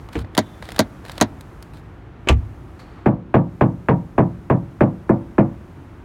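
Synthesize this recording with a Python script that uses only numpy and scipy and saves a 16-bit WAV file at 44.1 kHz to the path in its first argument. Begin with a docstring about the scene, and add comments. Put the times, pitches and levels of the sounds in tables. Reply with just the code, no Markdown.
"""A car door in a city street

Close by, the handle is pulled and the door pops open. A spring snaps the handle back three times.
The door is pushed shut: the latch clacks and the cabin booms. Then knuckles knock nine times on the
hollow sheet-metal panel, which rings with many tones at once. Behind it all, distant traffic rumbles,
a sleeve brushes past and the house fronts throw back a faint echo."""
import sys
import numpy as np
from scipy import signal
from scipy.fft import rfft, irfft, next_fast_len
from scipy.io import wavfile
from scipy.ndimage import uniform_filter1d, minimum_filter1d

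SR = 44100
rng = np.random.default_rng(int(sys.argv[2]) if len(sys.argv) > 2 else 0)


def waveform_to_disk(signal):
    """Save audio, clipped to [-1, 1], as 16-bit WAV at the path in sys.argv[1]."""
    frames = np.transpose(np.atleast_2d(signal))
    scaled = np.clip(frames, -1, 1) * 32767
    samples = np.round(scaled).astype(np.int16)
    wavfile.write(sys.argv[1], SR, samples)


N = 266364
AGE = np.arange(SR * 3 // 4) / SR  # seconds since a short sound began

# Levels are relative. A ring time (t60) is the time to fade by 60 dB. More hardness means more treble.
# tone colour of distant traffic: (pitch [Hz], level [dB])
TRAFFIC_COLOUR = [(15, -35), (25, -18.5), (59, -2), (137, -7), (217, -16), (256, -14), (363, -15),
                  (405, -24), (439, -22.5), (476, -27), (624, -29), (734, -29.5), (1290, -33),
                  (5000, -54.5), (16000, -59)]
# traffic roar, turned down once the knocking starts, as by noise suppression: (time [s], level [dB])
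ROAR_LEVELS = [(0, -49.5), (1.1, -48), (1.6, -50), (2.7, -51), (3.0, -47), (3.15, -53.5), (6.04, -51)]
# faint background hiss, turned down at times, as by noise suppression: (time [s], level [dB])
HISS_LEVELS = [(0, -63), (0.3, -76), (0.42, -62), (1.65, -66.5), (2.15, -79.5), (2.36, -67.5), (2.8, -68.5),
               (3.22, -82), (3.55, -68.5), (5.75, -68.5), (6.04, -71.5)]
# its colour: (pitch [Hz], level [dB])
HISS_COLOUR = [(2000, -15), (3500, -3), (6500, -2.5), (8000, -5), (9500, -5), (12000, -7), (16000, -10.5)]
# brushing cloth: (pitch [Hz], level [dB])
SLEEVE_COLOUR = [(1500, 2), (3400, -10), (4400, 0.5), (5200, -14), (7000, -15.5), (11000, -24),
                 (16000, -31)]
# how the echo fades: (pitch [Hz], ring time [s])
ECHO_DECAY = [(150, 0.99), (1000, 0.41), (4000, 0.12), (12000, 0.071)]

# the latch leaves or meets its catch: (time [s], level [dB], hardness [dB/octave])
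LATCH_HITS = [(.1540, -15, -2), (2.2717, -10.5, -5), (2.2871, 0, 2.5), (2.292, -9.5, -7.5),
              (2.2974, -10, -6.5), (2.31, -25.5, 6), (2.325, -22, 0.5)]
# colour of those hits: (pitch [Hz], level [dB])
LATCH_COLOUR = [(50, -30.5), (150, -3.5), (400, -2), (600, 3.5), (900, 0.5), (1200, -3), (1600, -5.5),
                (2600, 0), (3500, -10.5), (5000, -18.5), (7000, -15.5), (10000, -27.5), (16000, -42.5)]
# tones of the steel latch: (pitch [Hz], level [dB], ring time [s])
LATCH_TONES = [(1167, 3.5, 0.11), (2200, -21, .07), (2540, 2, 0.065), (2690, -10, 0.036), (3040, 5, 0.048),
               (3310, -1, 0.056), (4200, -18, 0.092), (6570, -11, .05)]
# the whole door moves on its seal: (time [s], level [dB], hardness [dB/octave])
DOOR_THUMPS = [(0.1527, -6.5, 1.5), (0.171, -17, -3.5), (.719, -25, 0.5), (2.2959, 3.5, -4.5)]
# tones of door and cabin: (pitch [Hz], level [dB], ring time [s])
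CABIN_TONES = [(45, -17.5, 0.36), (68.1, -2.5, 0.34), (97.56, -9.5, 0.48), (111, -11.5, 0.51),
               (147.7, -11, 0.29), (213.2, -13.5, .25), (247, -13, 0.34), (311, 0, 0.09), (374, -14, 0.14),
               (457, -9, 0.16)]

# the handle hits its stop:
# (time [s], level [dB], hardness [dB/octave], housing level [dB], flight time [s])
HANDLE_SNAPS = [(0.3777, 1, 3.5, -4, 0.028), (0.792, 1, 3.5, -2, .0305), (1.212, 2.5, 3, -2, .0333)]
# flying back, it slips off the fingers, then grazes its guide:
# (share of the flight left [0..1], level [dB], hardness [dB/octave])
FLIGHT_TICKS = [(0.98, -17.5, 0.5), (.31, -18.5, -2)]
# it bounces on the stop: (delay [s], level [dB], hardness [dB/octave])
HANDLE_BOUNCES = [(0, -3.5, 2), (.0044, -4.5, -5.5), (.012, -11, 0)]
# tones of the handle's housing: (pitch [Hz], level [dB])
HOUSING_TONES = [(102, -5), (165, -9), (221, 3), (262, 2.5), (292, 0), (350, -2.5), (420, -4.5), (480, -12),
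                 (624, 4.5), (689, -4), (850, -6), (965, 0), (1380, -4.5), (1570, -3.5), (1965, -6.5)]
# clack of hard plastic: (pitch [Hz], level [dB])
SNAP_COLOUR = [(40, -43), (120, -21), (300, 5), (700, 13), (1300, 0.5), (2000, 3.5), (2600, -10), (3900, 0),
               (5200, -9.5), (6800, -7.5), (7900, -19.5), (9800, -16.5), (13000, -28.5), (16000, -30.5)]
# how plastic and latch metal fade: (pitch [Hz], ring time [s])
CLACK_DECAY = [(300, 0.082), (1500, 0.098), (5000, 0.059), (12000, 0.035)]
# tones of the handle's spring: (pitch [Hz], level [dB], ring time [s])
SPRING_TONES = [(2940, -7.5, .4), (3160, -3.5, 0.86), (3510, 1, 1), (3865, 0.5, .5)]
# clicks of the rods and plastic inside the handle: (time [s], level [dB], hardness [dB/octave])
ROD_TICKS = [(0.0878, -26.5, -2), (0.2448, -24.5, -6), (0.6247, -18, -3), (0.6887, -19.5, -1),
             (0.7192, -21.5, 2.5), (1.0514, -24.5, 0), (1.0959, -18, -1), (1.118, -25.5, 3.5),
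             (1.4094, -31.5, 4), (1.6257, -27.5, 3)]
# their colour: (pitch [Hz], level [dB])
ROD_COLOUR = [(60, -49), (300, -15), (500, 4), (900, 3), (1800, 1), (2700, -6.5), (3900, -3.5), (6000, -16),
              (8000, -16), (9800, -17.5), (16000, -25)]
# the handle slides in its guide: (start [s], end [s], level [dB])
HANDLE_SLIDES = [(0.11, 0.238, -45.5), (0.608, 0.804, -48), (1.027, 1.222, -48.5), (1.728, 1.811, -54.5)]

# knuckle blows: (time [s], level [dB], hardness [dB/octave],
# spot [0 = stiff rim, 1 = middle of the panel], bone tap [dB], treble bite [dB])
KNUCKLE_BLOWS = [(3.0594, 0.5, -0.56, 0.3, -4, -1), (3.3411, 3, -0.76, .56, -1.5, 2),
                 (3.6103, 1.4, -1, 0.47, 2, 3), (3.8863, 1, -0.45, 0.78, 6, 1),
                 (4.18, 2, -0.7, 0.64, -4.5, -2.5), (4.4999, 0.1, -1.25, 0.68, 2, -1),
                 (4.8079, 1.55, -0.5, 0.26, 3, -0.5), (5.0936, -1.1, -0.6, 0.01, 2, -12.5),
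                 (5.382, 0.5, -0.5, 0.013, 2, -2)]
# tones of the panel: (pitch [Hz], level hit at the rim [dB], in the middle [dB], uncapped ring time [s])
PANEL_TONES = [(107.7, -16.5, -16, 0.53), (133.05, -9, -7.5, 0.25), (147.2, -20.5, -17, 0.65),
               (170, -23.5, -8, 0.49), (185.1, -17.5, -13.5, 0.46), (207.3, -3, -10, 0.17),
               (232.9, -14.5, -24.5, 0.42), (271.4, -20, -14, 0.33), (294.9, -15.5, -14.5, 0.23),
               (328.7, -13, -20.5, 0.35), (351.6, -1.5, -16, 0.079), (371.7, -11, -12, 0.12),
               (401.3, -20, -5, 0.12), (456.7, -19, -10, 0.15), (502, -25.5, -35.5, 0.45),
               (535, -20.5, -19.5, 0.2), (573.6, -24, -32.5, 0.66), (598.6, -13.5, -22.5, 0.14),
               (639.5, -12, -14.5, 0.11), (679.6, -26.5, -14.5, 0.13), (726, -8.5, -15.5, 0.026),
               (790, -49.5, -29, 0.13), (754, -28, -34.5, 0.1), (815, -31.5, -24, 0.1),
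               (922, -35, -36, 0.37), (938, -34, -22, 0.21), (979, -27, -22.5, 0.19), (957, -51, -27, 0.45),
               (1072, -16.5, -18, 0.078), (1148, -52, -43, 0.81)]
# its crowded upper tones, which blur into noise: (pitch [Hz], level [dB])
SHEET_COLOUR = [(60, -45.5), (200, -26), (450, -2), (700, 8), (1100, 1), (1600, -3), (2400, -6),
                (3200, -20.5), (4300, -33), (6000, -39), (9000, -37.5), (16000, -40.5)]
# how they fade: (pitch [Hz], ring time [s])
SHEET_DECAY = [(300, 0.27), (1100, 0.23), (1400, 0.15), (2500, 0.1), (4000, 0.12), (10000, 0.027)]
# the bone's first tap on the paint: (pitch [Hz], level [dB])
TAP_COLOUR = [(40, -53.5), (250, 6), (800, 5.5), (1700, 8.5), (2600, -8.5), (3500, -30.5), (5000, -52.5),
              (9000, -37.5), (16000, -50)]


def gain_of(db):
    """Turns decibels into a number to multiply by."""
    return 10 ** (np.asarray(db) / 20)


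def evened(x):
    """Scales a signal to an average strength (rms) of 1."""
    return x / np.sqrt(np.mean(x ** 2) + 1e-20)


def fade(t60, t=AGE):
    """A fade that drops 60 dB every t60 seconds."""
    return np.exp(-np.log(1000) * t / t60)


def read(points, hz):
    """Looks up a table between its rows, on a musical (log) pitch scale."""
    pitches, values = np.transpose(points)
    return np.interp(np.log(hz + 1), np.log(pitches + 1), values)


def add(mix, s, sound):
    """Lays a sound into the mix at s seconds."""
    part = mix[round(s * SR):][:len(sound)]
    part += sound[:len(part)]


def noise(colour, size):
    """Noise of strength 1 with the given tone colour."""
    gains = gain_of(read(colour, np.fft.rfftfreq(size, 1 / SR)))
    return evened(irfft(rfft(rng.standard_normal(size)) * gains, size))


def filtered(x, curve_db):
    """Colours a short sound by a function from Hz to dB."""
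    size = next_fast_len(2 * len(x))
    gains = gain_of(curve_db(np.fft.rfftfreq(size, 1 / SR)))
    return irfft(rfft(x, size) * gains, size)[:len(x)]


def tilted(x, hardness, pivot_hz):
    """A harder, shorter touch lifts the treble against the bass."""
    return filtered(x, lambda hz: hardness * np.log2(np.clip(hz / pivot_hz, 1 / 8, 8)))


def dying(x, decay):
    """Lets each pitch band of a steady sound fade at its own speed."""
    hz, spectrum = np.fft.rfftfreq(len(x), 1 / SR), rfft(x)
    centres, t60s = np.transpose(decay)
    bands = [irfft(spectrum * read(np.c_[centres, share], hz), len(x)) for share in np.eye(len(decay))]
    return sum(band * fade(t60) for band, t60 in zip(bands, t60s))


def ring(tones, travel, rise):
    """A struck part's fading tones; low ones travel slower (travel = delay in seconds at 1 kHz)."""
    hz, db, t60 = np.transpose(tones)[:, :, None]
    t = np.maximum(AGE - travel / np.sqrt(hz / 1000), 0)
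    onset = 1 - np.exp(-(t / rise) ** 2)
    return (gain_of(db) * onset * fade(t60, t) * np.sin(2 * np.pi * hz * t)).sum(0)


def clack(colour, hardness, crack_db, crack_t60, tail_db):
    """Two hard parts meet: a sharp crack, then a short clatter."""
    grain = tilted(noise(colour, len(AGE)), hardness, pivot_hz=1930)
    contact_s = .0002 * 2 ** (-hardness / 2)  # a softer touch builds up more slowly
    onset = 1 - np.exp(-(AGE / contact_s) ** 2)
    crack = gain_of(crack_db) * grain * fade(crack_t60)
    return onset * (crack + gain_of(tail_db) * dying(grain, CLACK_DECAY))


def street():
    """Distant traffic and a faint background hiss; roar and hiss are turned down at set times."""
    t = np.arange(N) / SR
    traffic = signal.sosfilt(signal.butter(2, 4000, fs=SR, output="sos"), noise(TRAFFIC_COLOUR, N))
    rumble = signal.sosfiltfilt(signal.butter(2, 500, fs=SR, output="sos"), traffic)
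    roar = gain_of(np.interp(t, *np.transpose(ROAR_LEVELS))) * evened(traffic - rumble)
    hiss = gain_of(np.interp(t, *np.transpose(HISS_LEVELS))) * noise(HISS_COLOUR, N)
    return gain_of(-40) * evened(rumble) + roar + hiss


def sleeve(start_s=2.79, rise_s=0.0068, fade_db_per_s=350, trail_s=.29):
    """Cloth brushes briefly and trails off in a soft hiss."""
    out = np.zeros(N)
    brush = np.minimum(AGE / rise_s, 1) * gain_of(-41 - fade_db_per_s * AGE)
    trail = gain_of(-61.5) * np.sin(np.pi * np.minimum(AGE / trail_s, 1))
    add(out, start_s, (brush + trail) * noise(SLEEVE_COLOUR, len(AGE)))
    return out


def echo(x):
    """Sound scatters back from the house fronts."""
    tail = dying(rng.standard_normal(len(AGE)), ECHO_DECAY) * (1 - np.exp(-AGE / 0.049))
    return signal.fftconvolve(x, tail / np.linalg.norm(tail))[:N]


def door(swell_cycles=0.27):
    """The door pops off its seal; later the latch catches and the cabin booms."""
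    out = np.zeros(N)
    for s, db, hardness in LATCH_HITS:
        hit = clack(LATCH_COLOUR, hardness, crack_db=-31.5, crack_t60=0.043, tail_db=-12.5)
        add(out, s, gain_of(db) * hit)
    shut_s = LATCH_HITS[2][0]
    add(out, shut_s, gain_of(-20.5) * ring(LATCH_TONES, travel=0.00025, rise=0.00033))
    hz, tone_db, t60 = np.transpose(CABIN_TONES)
    for s, db, hardness in DOOR_THUMPS:
        tones = np.c_[hz, tone_db + hardness * np.log2(hz / 130), t60]
        boom = ring(tones, travel=0.0009, rise=swell_cycles / hz[:, None])
        add(out, s, gain_of(db - 8) * boom)
    return out


def tick(db, hardness):
    """One light click of the rods and plastic inside the handle."""
    return gain_of(db) * clack(ROD_COLOUR, hardness, crack_db=-6.5, crack_t60=.016, tail_db=-27)


def spring(flutter_db=4, flutter_s=.012):
    """The handle's spring sits loosely, so its ring flutters."""
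    shake = evened(uniform_filter1d(rng.standard_normal(len(AGE)), size=round(flutter_s * SR)))
    return gain_of(-54 + flutter_db * shake) * ring(SPRING_TONES, travel=0, rise=0.00082)


def slides(ticks_per_s=28, tick_lift_db=18.5, spread_db=2.5):
    """The handle rubs unevenly along its guide, with faint random ticks."""
    out = np.zeros(N)
    for start, end, db in HANDLE_SLIDES:
        size = round((end - start) * SR)
        grip = gain_of(2 * evened(uniform_filter1d(rng.standard_normal(size), size=200)))
        rub = tilted(noise(ROD_COLOUR, size), hardness=0.46, pivot_hz=2000)
        add(out, start, gain_of(db) * evened(rub * grip) * signal.windows.tukey(size, .4))
        for place, strength in rng.random((round(ticks_per_s * (end - start)), 2)):
            tick_db = db + tick_lift_db + spread_db * (2 * strength - 1)
            add(out, start + place * (end - start), tick(tick_db, hardness=0.8))
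    return out


def handle(lowest_hz=85):
    """The handle slides out, its rods tick, and the spring throws it back against the housing."""
    out = np.zeros(N)
    hz, tone_db = np.transpose(HOUSING_TONES)
    t60 = 0.16 / np.sqrt(hz / 100)
    housing = ring(np.c_[hz, tone_db, t60], travel=.0012, rise=0.0011)
    for s, db, hardness, housing_db, flight_s in HANDLE_SNAPS:
        for to_go, tick_db, tick_hardness in FLIGHT_TICKS:
            add(out, s - to_go * flight_s, tick(db + tick_db, tick_hardness))
        add(out, s, gain_of(housing_db - 8) * housing)
        for delay, bounce_db, harder in HANDLE_BOUNCES:
            hit = clack(SNAP_COLOUR, hardness + harder, crack_db=-1.5, crack_t60=0.0055, tail_db=-14.5)
            add(out, s + delay, gain_of(db + bounce_db) * hit)
    add(out, HANDLE_SNAPS[0][0], spring())  # rings on the first snap only
    for s, db, hardness in ROD_TICKS:
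        add(out, s, tick(db, hardness))
    out += slides()
    # so small a part gives off no deep bass
    return signal.sosfilt(signal.butter(3, lowest_hz, "highpass", fs=SR, output="sos"), out)


def bone_tap(size=2048):
    """Bone meets paint: the shortest pulse that has the tap's colour, with a peak of 1."""
    log_gain = np.log(gain_of(read(TAP_COLOUR, abs(np.fft.fftfreq(size, 1 / SR)))))
    spectrum = np.exp(np.conj(signal.hilbert(log_gain)))  # packs the energy at the very start
    pulse = np.fft.ifft(spectrum).real[:size // 2]
    return np.pad(pulse / abs(pulse).max(), (0, len(AGE) - len(pulse)))


def knuckle_bite(x, bite_db, centre_hz=3300, octaves=.55):
    """A bony knuckle brings out one treble band; a fleshy one mutes it."""
    return filtered(x, lambda hz: bite_db * np.exp(-(np.log2((hz + 1) / centre_hz) / octaves) ** 2))


def knocks(longest_ring_s=0.36, swell_cycles=0.8, detune=0.01):
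    """Each blow rings the same panel; the spot struck sets how strong each tone is."""
    out = np.zeros(N)
    hz, rim_db, middle_db, t60 = np.transpose(PANEL_TONES)
    t60 = np.minimum(t60, longest_ring_s)
    places = np.linspace(0, 1, num=4)  # the crowded tones answer differently along the panel
    patterns = np.array([noise(SHEET_COLOUR, len(AGE)) for _ in places])
    for s, db, hardness, spot, tap_db, bite_db in KNUCKLE_BLOWS:
        # short waves have their still points close together, so they vary most from blow to blow
        scatter_db = 4 * np.minimum(hz / 800, 1) * rng.uniform(-1.5, 1.2, len(hz))
        tone_db = rim_db + spot * (middle_db - rim_db) + hardness * np.log2(hz / 400) + scatter_db
        # the hand presses on the panel a little differently each time
        shifted_hz = hz * (1 + detune * rng.standard_normal(len(hz)))
        body = ring(np.c_[shifted_hz, tone_db, t60], travel=.0012, rise=swell_cycles / hz[:, None])
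        nearness = np.exp(-((spot - places) / 0.25) ** 2)
        sheet = dying(evened(nearness @ patterns), SHEET_DECAY) * (1 - np.exp(-AGE / 0.0014))
        upper = gain_of(-17.5) * sheet + gain_of(tap_db - 10) * bone_tap()
        upper = tilted(upper, hardness + 0.48 * (spot - .5), pivot_hz=500)
        add(out, s, gain_of(db) * (body + knuckle_bite(upper, bite_db)))
    return out


def scene():
    """The door close by, its echo, the street and the sleeve, in one channel."""
    near = knocks() + handle() + door()
    return (near + gain_of(-38) * echo(near) + street() + sleeve())[None]


def record(dry, lowest_hz=32, highest_hz=16400):
    """The microphone drops the deepest bass, a fast limiter holds the peaks, the top treble is cut."""
    heard = signal.sosfilt(signal.butter(3, lowest_hz, "highpass", fs=SR, output="sos"), dry)
    allowed = np.minimum(1, 1 / (abs(heard) + 1e-9))  # the gain that keeps each sample within full scale
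    held = minimum_filter1d(allowed, size=61)
    smooth_gain = uniform_filter1d(uniform_filter1d(held, size=31), size=31)
    treble_cut = signal.firwin(511, highest_hz, window=("kaiser", 9), fs=SR)
    return signal.oaconvolve(heard * smooth_gain, treble_cut[None], "same")


dry = scene()
out = record(dry)
waveform_to_disk(out)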